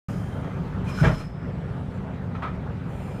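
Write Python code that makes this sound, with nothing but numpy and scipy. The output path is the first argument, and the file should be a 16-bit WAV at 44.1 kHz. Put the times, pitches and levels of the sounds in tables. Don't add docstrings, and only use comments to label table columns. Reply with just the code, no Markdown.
import sys
import numpy as np
from scipy import signal
from scipy.fft import rfft, irfft
from scipy.io import wavfile
from scipy.ndimage import uniform_filter1d

SR = 44100
rng = np.random.default_rng(int(sys.argv[2]) if len(sys.argv) > 2 else 0)


def master(y):
    cut = np.clip(np.atleast_2d(y).T, -1, 1)
    pcm = np.round(cut * 32767)
    wavfile.write(sys.argv[1], SR, pcm.astype(np.int16))


N = 141120
TIME = np.arange(N) / SR


def amp(db):
    return 10 ** (np.asarray(db) / 20)


def unit(x):
    return x / np.sqrt(np.mean(x ** 2) + 1e-20)


def value_at(points, hz):
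    row_hz, value = np.transpose(points)
    return np.interp(np.log(hz + 1), np.log(row_hz + 1), value)


def envelope(points):
    s, db = np.transpose(points)
    return amp(np.interp(TIME, s, db)) * (TIME >= s[0]) * (TIME <= s[-1])


def add(mix, start_s, sound):
    part = mix[max(round(start_s * SR), 0):][:len(sound)]
    part += sound[:len(part)]


def tone_gain(colour, peaks, hz):
    peaks_db = sum(db / (1 + (2 * (hz - centre) / width) ** 2) for centre, width, db in peaks)
    return amp(value_at(colour, hz) + peaks_db)


def noise(colour, peaks=(), patchy_db=0, flicker_db=0):
    bands = signal.stft(rng.standard_normal(N), nperseg=512)[2]
    patches = uniform_filter1d(rng.standard_normal(bands.shape), size=7, axis=0)
    patches = unit(uniform_filter1d(patches, size=9, axis=1))
    flicker = unit(uniform_filter1d(rng.standard_normal(bands.shape[1]), size=4))
    uneven = signal.istft(bands * amp(patchy_db * patches + flicker_db * flicker))[1][:N]
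    gain = tone_gain(colour, peaks, np.fft.rfftfreq(N, 1 / SR))
    return unit(irfft(rfft(uneven) * gain, N))


def resonance(hz, width_hz):
    offset_hz = np.fft.rfftfreq(N, 1 / SR) - hz
    return unit(irfft(rfft(rng.standard_normal(N)) / (1 + (offset_hz / width_hz) ** 2), N))


def arch(length_s):
    t = np.arange(0, length_s, 1 / SR)
    return np.sqrt(abs(np.sin(np.pi * t / length_s)))


# frequency in Hz, relative level in dB.
RUMBLE_COLOUR = [(12, -67), (20, -35), (40, -6.5), (80, -0.5), (98, 0.5), (130, 1), (186, 2), (222, -9),
                 (256, -7.5), (340, -18.5), (440, -35), (750, -120)]
ROAR_COLOUR = [(180, -13), (300, -11.5), (424, -3), (460, -7.5), (598, -8.5), (671, -7), (1060, -13),
               (1250, -11.5), (2620, -25.5), (3250, -30), (6370, -44), (7640, -46), (8430, -47.5),
               (15200, -57.5)]
# pitch in Hz, width in Hz, boost in dB.
BODY_PEAKS = [(518, 14, 3.5), (565, 27, 4), (625, 9.2, 2), (637, 9.9, 3), (885, 17, 5.5), (1198, 26, -0.5),
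              (1483, 7.4, 1.5), (1747, 7.3, -2.5), (1910, 29, -1.5)]
# pitch in Hz, width in Hz, level in dB.
DRONE_NOTES = [(133.4, 3.8, -43), (168.4, 11, -47.5), (253, 4.9, -51.5), (381, 16.4, -52.5),
               (473, 41, -51.5)]
# time in seconds, level change in dB.
RIDE_SWELL = [(.08, 2.5), (.3, -0.2), (.45, 2.3), (.75, 2.1), (1.0, 2), (1.5, 0.5), (2.2, -0.33),
              (2.8, 0.23), (3.2, -0.2)]

def carriage():
    rumble = amp(-31) * noise(RUMBLE_COLOUR, flicker_db=0.86)
    roar = amp(-42.5) * noise(ROAR_COLOUR, BODY_PEAKS, patchy_db=1.67, flicker_db=0.4)
    drone = sum(amp(db) * resonance(hz, width) for hz, width, db in DRONE_NOTES)
    swell = amp(np.interp(TIME, *np.transpose(RIDE_SWELL)))
    return swell * (rumble + roar + drone)


# start in seconds, length in seconds, pitch in Hz, width in Hz, level in dB.
DOOR_TONES = [(0, .53, 9260, 260, -69), (0, 0.67, 3146, 100, -61.5), (.08, .16, 5080, 120, -65.5),
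              (.4, 0.31, 6170, 60, -75), (1.2, 0.94, 7740, 160, -79.5), (1.6, 0.48, 9700, 400, -80),
              (1.92, 0.076, 7300, 400, -72), (2.95, 0.38, 5100, 90, -70.5)]

def door_singing():
    out = np.zeros(N)
    for start, length, hz, width, db in DOOR_TONES:
        swell = arch(length) ** 2
        add(out, start, amp(db) * swell * resonance(hz, width)[:len(swell)])
    return out


# time in seconds, level in dB.
EARLY_RUB_LEVEL = [(0, -52.5), (.18, -61.5), (.32, -65), (.5, -72.5), (.7, -71.5), (.85, -78)]
# frequency in Hz, relative level in dB.
EARLY_RUB_COLOUR = [(2400, -18), (3700, -14), (4600, -1), (5600, -1), (6800, 2.5), (8200, -4), (10500, -7),
                    (12700, -6), (15000, -11)]

def early_rub():
    return envelope(EARLY_RUB_LEVEL) * noise(EARLY_RUB_COLOUR, peaks=[(5030, 200, 6)])


# frequency in Hz, seconds to fade by 60 dB.
CABIN_ECHO = [(150, 0.52), (600, 0.18), (1600, 0.22), (4000, 0.21), (12000, 0.12)]

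def knocks(hits, colour, peaks, rise_s):
    out = np.zeros(N)
    t = TIME[:SR // 2]
    for start, db, bright_hz in hits:
        hz, age, bands = signal.stft(rng.standard_normal(len(t)), SR, nperseg=256)
        dulled = bands / np.hypot(1, hz / bright_hz)[:, None]
        decay = amp(-60 * age / value_at(CABIN_ECHO, hz)[:, None])
        echoes = signal.istft(dulled * decay)[1][:len(t)]
        add(out, start, amp(db) * echoes * (1 - np.exp(-t / rise_s)))
    gain = unit(tone_gain(colour, peaks, abs(np.fft.fftfreq(N, 1 / SR))))
    ringing = np.exp(np.conj(signal.hilbert(np.log(gain))))
    return np.fft.ifft(np.fft.fft(out) * ringing).real


# start in seconds, level in dB, frequency in Hz where the treble fades.
DOOR_RATTLES = [(.443, -37.5, 4000), (1.019, -27, 500), (1.030, -22, 3000), (1.037, -18.5, 1800),
                (1.045, -17, 9000), (1.057, -19.5, 6000), (1.068, -16.5, 3000), (1.079, -20, 3000),
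                (1.091, -23.5, 2000), (1.11, -29, 1497), (1.2, -31.5, 2500)]
# frequency in Hz, relative level in dB.
PANEL_COLOUR = [(150, 9.5), (300, 5), (600, 3.5), (800, 3.5), (1500, 2), (2300, -7), (2750, -13),
                (3300, -11.5), (4300, -21), (6500, -19.5), (10000, -45), (15000, -38)]
# pitch in Hz, width in Hz, boost in dB.
PANEL_PEAKS = [(443, 15, 7.8), (553, 12, 12.4), (613, 16, 13), (647, 23, 7.4), (849, 9.9, 10),
               (1120, 12, 2), (1243, 16, 4), (1310, 74, 1.8), (1356, 39, 6.9), (1618, 54, 3.4),
               (1835, 36, 10), (2215, 38, 8), (2360, 58, 6), (3090, 140, 7)]

def door_rattle():
    return knocks(DOOR_RATTLES, PANEL_COLOUR, PANEL_PEAKS, rise_s=0.0005)


# time in seconds, level in dB.
FRICTION_LEVEL = [(.84, -60), (.885, -42.5), (.93, -45), (1.04, -37), (1.12, -39), (1.21, -39),
                  (1.255, -47.5), (1.3, -56), (1.36, -83)]
RUNNER_LEVEL = [(.86, -71), (.92, -53), (1.02, -49), (1.1, -55), (1.155, -48), (1.25, -52), (1.31, -63),
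                (1.38, -69), (1.49, -72), (1.65, -110)]
# frequency in Hz, relative level in dB.
FRICTION_COLOUR = [(400, -22), (1200, 11.5), (1750, 2), (3200, -4.5), (3700, -7), (4600, -13), (5500, -11),
                   (7500, -11), (9000, -14.5), (11000, -17.5), (15000, -24)]
# pitch in Hz, width in Hz, boost in dB.
DOOR_PEAKS = [(2385, 140, 10.7), (3100, 310, 6.4), (4130, 270, 9.4), (5500, 130, 7.8), (6160, 300, 5.1),
              (7280, 240, 3.7), (10500, 400, 3.4)]

def door_slide():
    hiss = noise(FRICTION_COLOUR, DOOR_PEAKS, patchy_db=1.2, flicker_db=1.4)
    runner = resonance(hz=5155, width_hz=105)
    return envelope(FRICTION_LEVEL) * hiss + envelope(RUNNER_LEVEL) * runner


# start in seconds, length in seconds, pitch in Hz, level in dB.
SQUEAK_NOTES = [(0.866, 0.051, 2460, -45), (.972, 0.027, 1467, -37), (1, 0.0153, 1463, -30.5),
                (1.045, .017, 1671, -22.5), (2.345, 0.021, 1357, -42.5), (2.426, 0.031, 1259, -39),
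                (2.441, 0.026, 1062, -37)]

def squeaks(pitch_wobble=0.026):
    out = np.zeros(N)
    for start, length, hz, db in SQUEAK_NOTES:
        swell = arch(length)
        waver = unit(uniform_filter1d(rng.standard_normal(N), size=90))[:len(swell)]
        pitch_hz = hz * (1 + pitch_wobble * waver)
        tone = np.sqrt(2) * np.sin(2 * np.pi * np.cumsum(pitch_hz) / SR)
        add(out, start, amp(db) * swell * tone)
    return out


# start in seconds, level in dB.
DOOR_BLOWS = [(1.0131, -5), (1.067, -7), (1.096, -10)]
# pitch in Hz, relative level in dB, seconds to fade by 60 dB.
WALL_NOTES = [(50.6, -8, 0.47), (87, -5.5, .2), (126.8, 2.5, 0.13), (146.8, 7.5, 0.097), (230.7, -12, 0.21)]

def door_bang(rise_s=0.013, low_cut_hz=42):
    out = np.zeros(N)
    t = TIME[:SR // 2]
    notes = sum(amp(db - 60 * t / fade_s) * np.sin(2 * np.pi * hz * t) for hz, db, fade_s in WALL_NOTES)
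    boom = (1 - np.exp(-t / rise_s)) * notes
    for start, db in DOOR_BLOWS:
        add(out, start, amp(db) * boom)
    return signal.sosfilt(signal.butter(2, low_cut_hz, "highpass", fs=SR, output="sos"), out)


# start in seconds, level in dB, frequency in Hz where the treble fades.
LATCH_CLACKS = [(2.349, -36, 5000), (2.421, -28, 3020), (2.428, -31.5, 9000), (2.442, -29.5, 1800),
                (2.451, -37.5, 6000), (2.474, -37.5, 6000)]
# frequency in Hz, relative level in dB.
LATCH_COLOUR = [(250, -16), (600, -1.5), (1100, -4), (1550, -6.5), (2400, -9.5), (2750, -16.5),
                (3300, -14.5), (5000, -29.5), (8000, -37), (15000, -43)]
# pitch in Hz, width in Hz, boost in dB.
LATCH_PEAKS = [(1025, 74, 7.1), (1270, 150, 14.7), (1800, 45, 4), (2500, 69, 5.5)]

def latch():
    return knocks(LATCH_CLACKS, LATCH_COLOUR, LATCH_PEAKS, rise_s=0.0016)


# time in seconds, level in dB.
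LATE_RUB_LEVEL = [(2.83, -82), (2.9, -59), (3.05, -56), (3.2, -58)]
# frequency in Hz, relative level in dB.
LATE_RUB_COLOUR = [(1800, 1), (2450, 7.5), (3500, -3), (4200, -8), (5200, -15), (6200, -10), (7200, -0.5),
                   (7800, -9), (8400, -1), (9500, -3), (10500, -11), (15000, -9)]

def late_rub():
    return envelope(LATE_RUB_LEVEL) * noise(LATE_RUB_COLOUR, DOOR_PEAKS)


def scene():
    ride = carriage()
    door = door_singing() + early_rub() + door_rattle() + door_slide() + squeaks() + door_bang()
    return (ride + door + latch() + late_rub())[None]


def record(dry, threshold_db=-22, squeeze=0.43, hold_s=0.16, recover_db_per_s=60):
    start_s, fade_in_s, smooth_s, treble_limit_hz = 0.084, 0.003, 0.034, 15330
    power_db = 10 * np.log10(abs(uniform_filter1d(dry[0] ** 2, size=600)) + 1e-12)
    excess_db = np.maximum(power_db - threshold_db, 0)
    delayed_db = [np.interp(TIME - lag, TIME, excess_db) for lag in np.linspace(0, hold_s, 12)]
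    held_db = np.max(delayed_db, axis=0)
    fall_db = TIME * recover_db_per_s
    easing_db = np.maximum.accumulate(held_db + fall_db) - fall_db
    smoothing = np.exp(-1 / (smooth_s * SR))
    dip_db = squeeze * signal.lfilter([1 - smoothing], [1, -smoothing], easing_db)
    fade_in = np.clip((TIME - start_s) / fade_in_s, 0, 1)
    treble_cut = signal.firwin(1023, treble_limit_hz, window=("kaiser", 9), fs=SR)
    return signal.oaconvolve(dry * amp(-dip_db) * fade_in, treble_cut[None], "same")


dry = scene()
out = record(dry)
master(out)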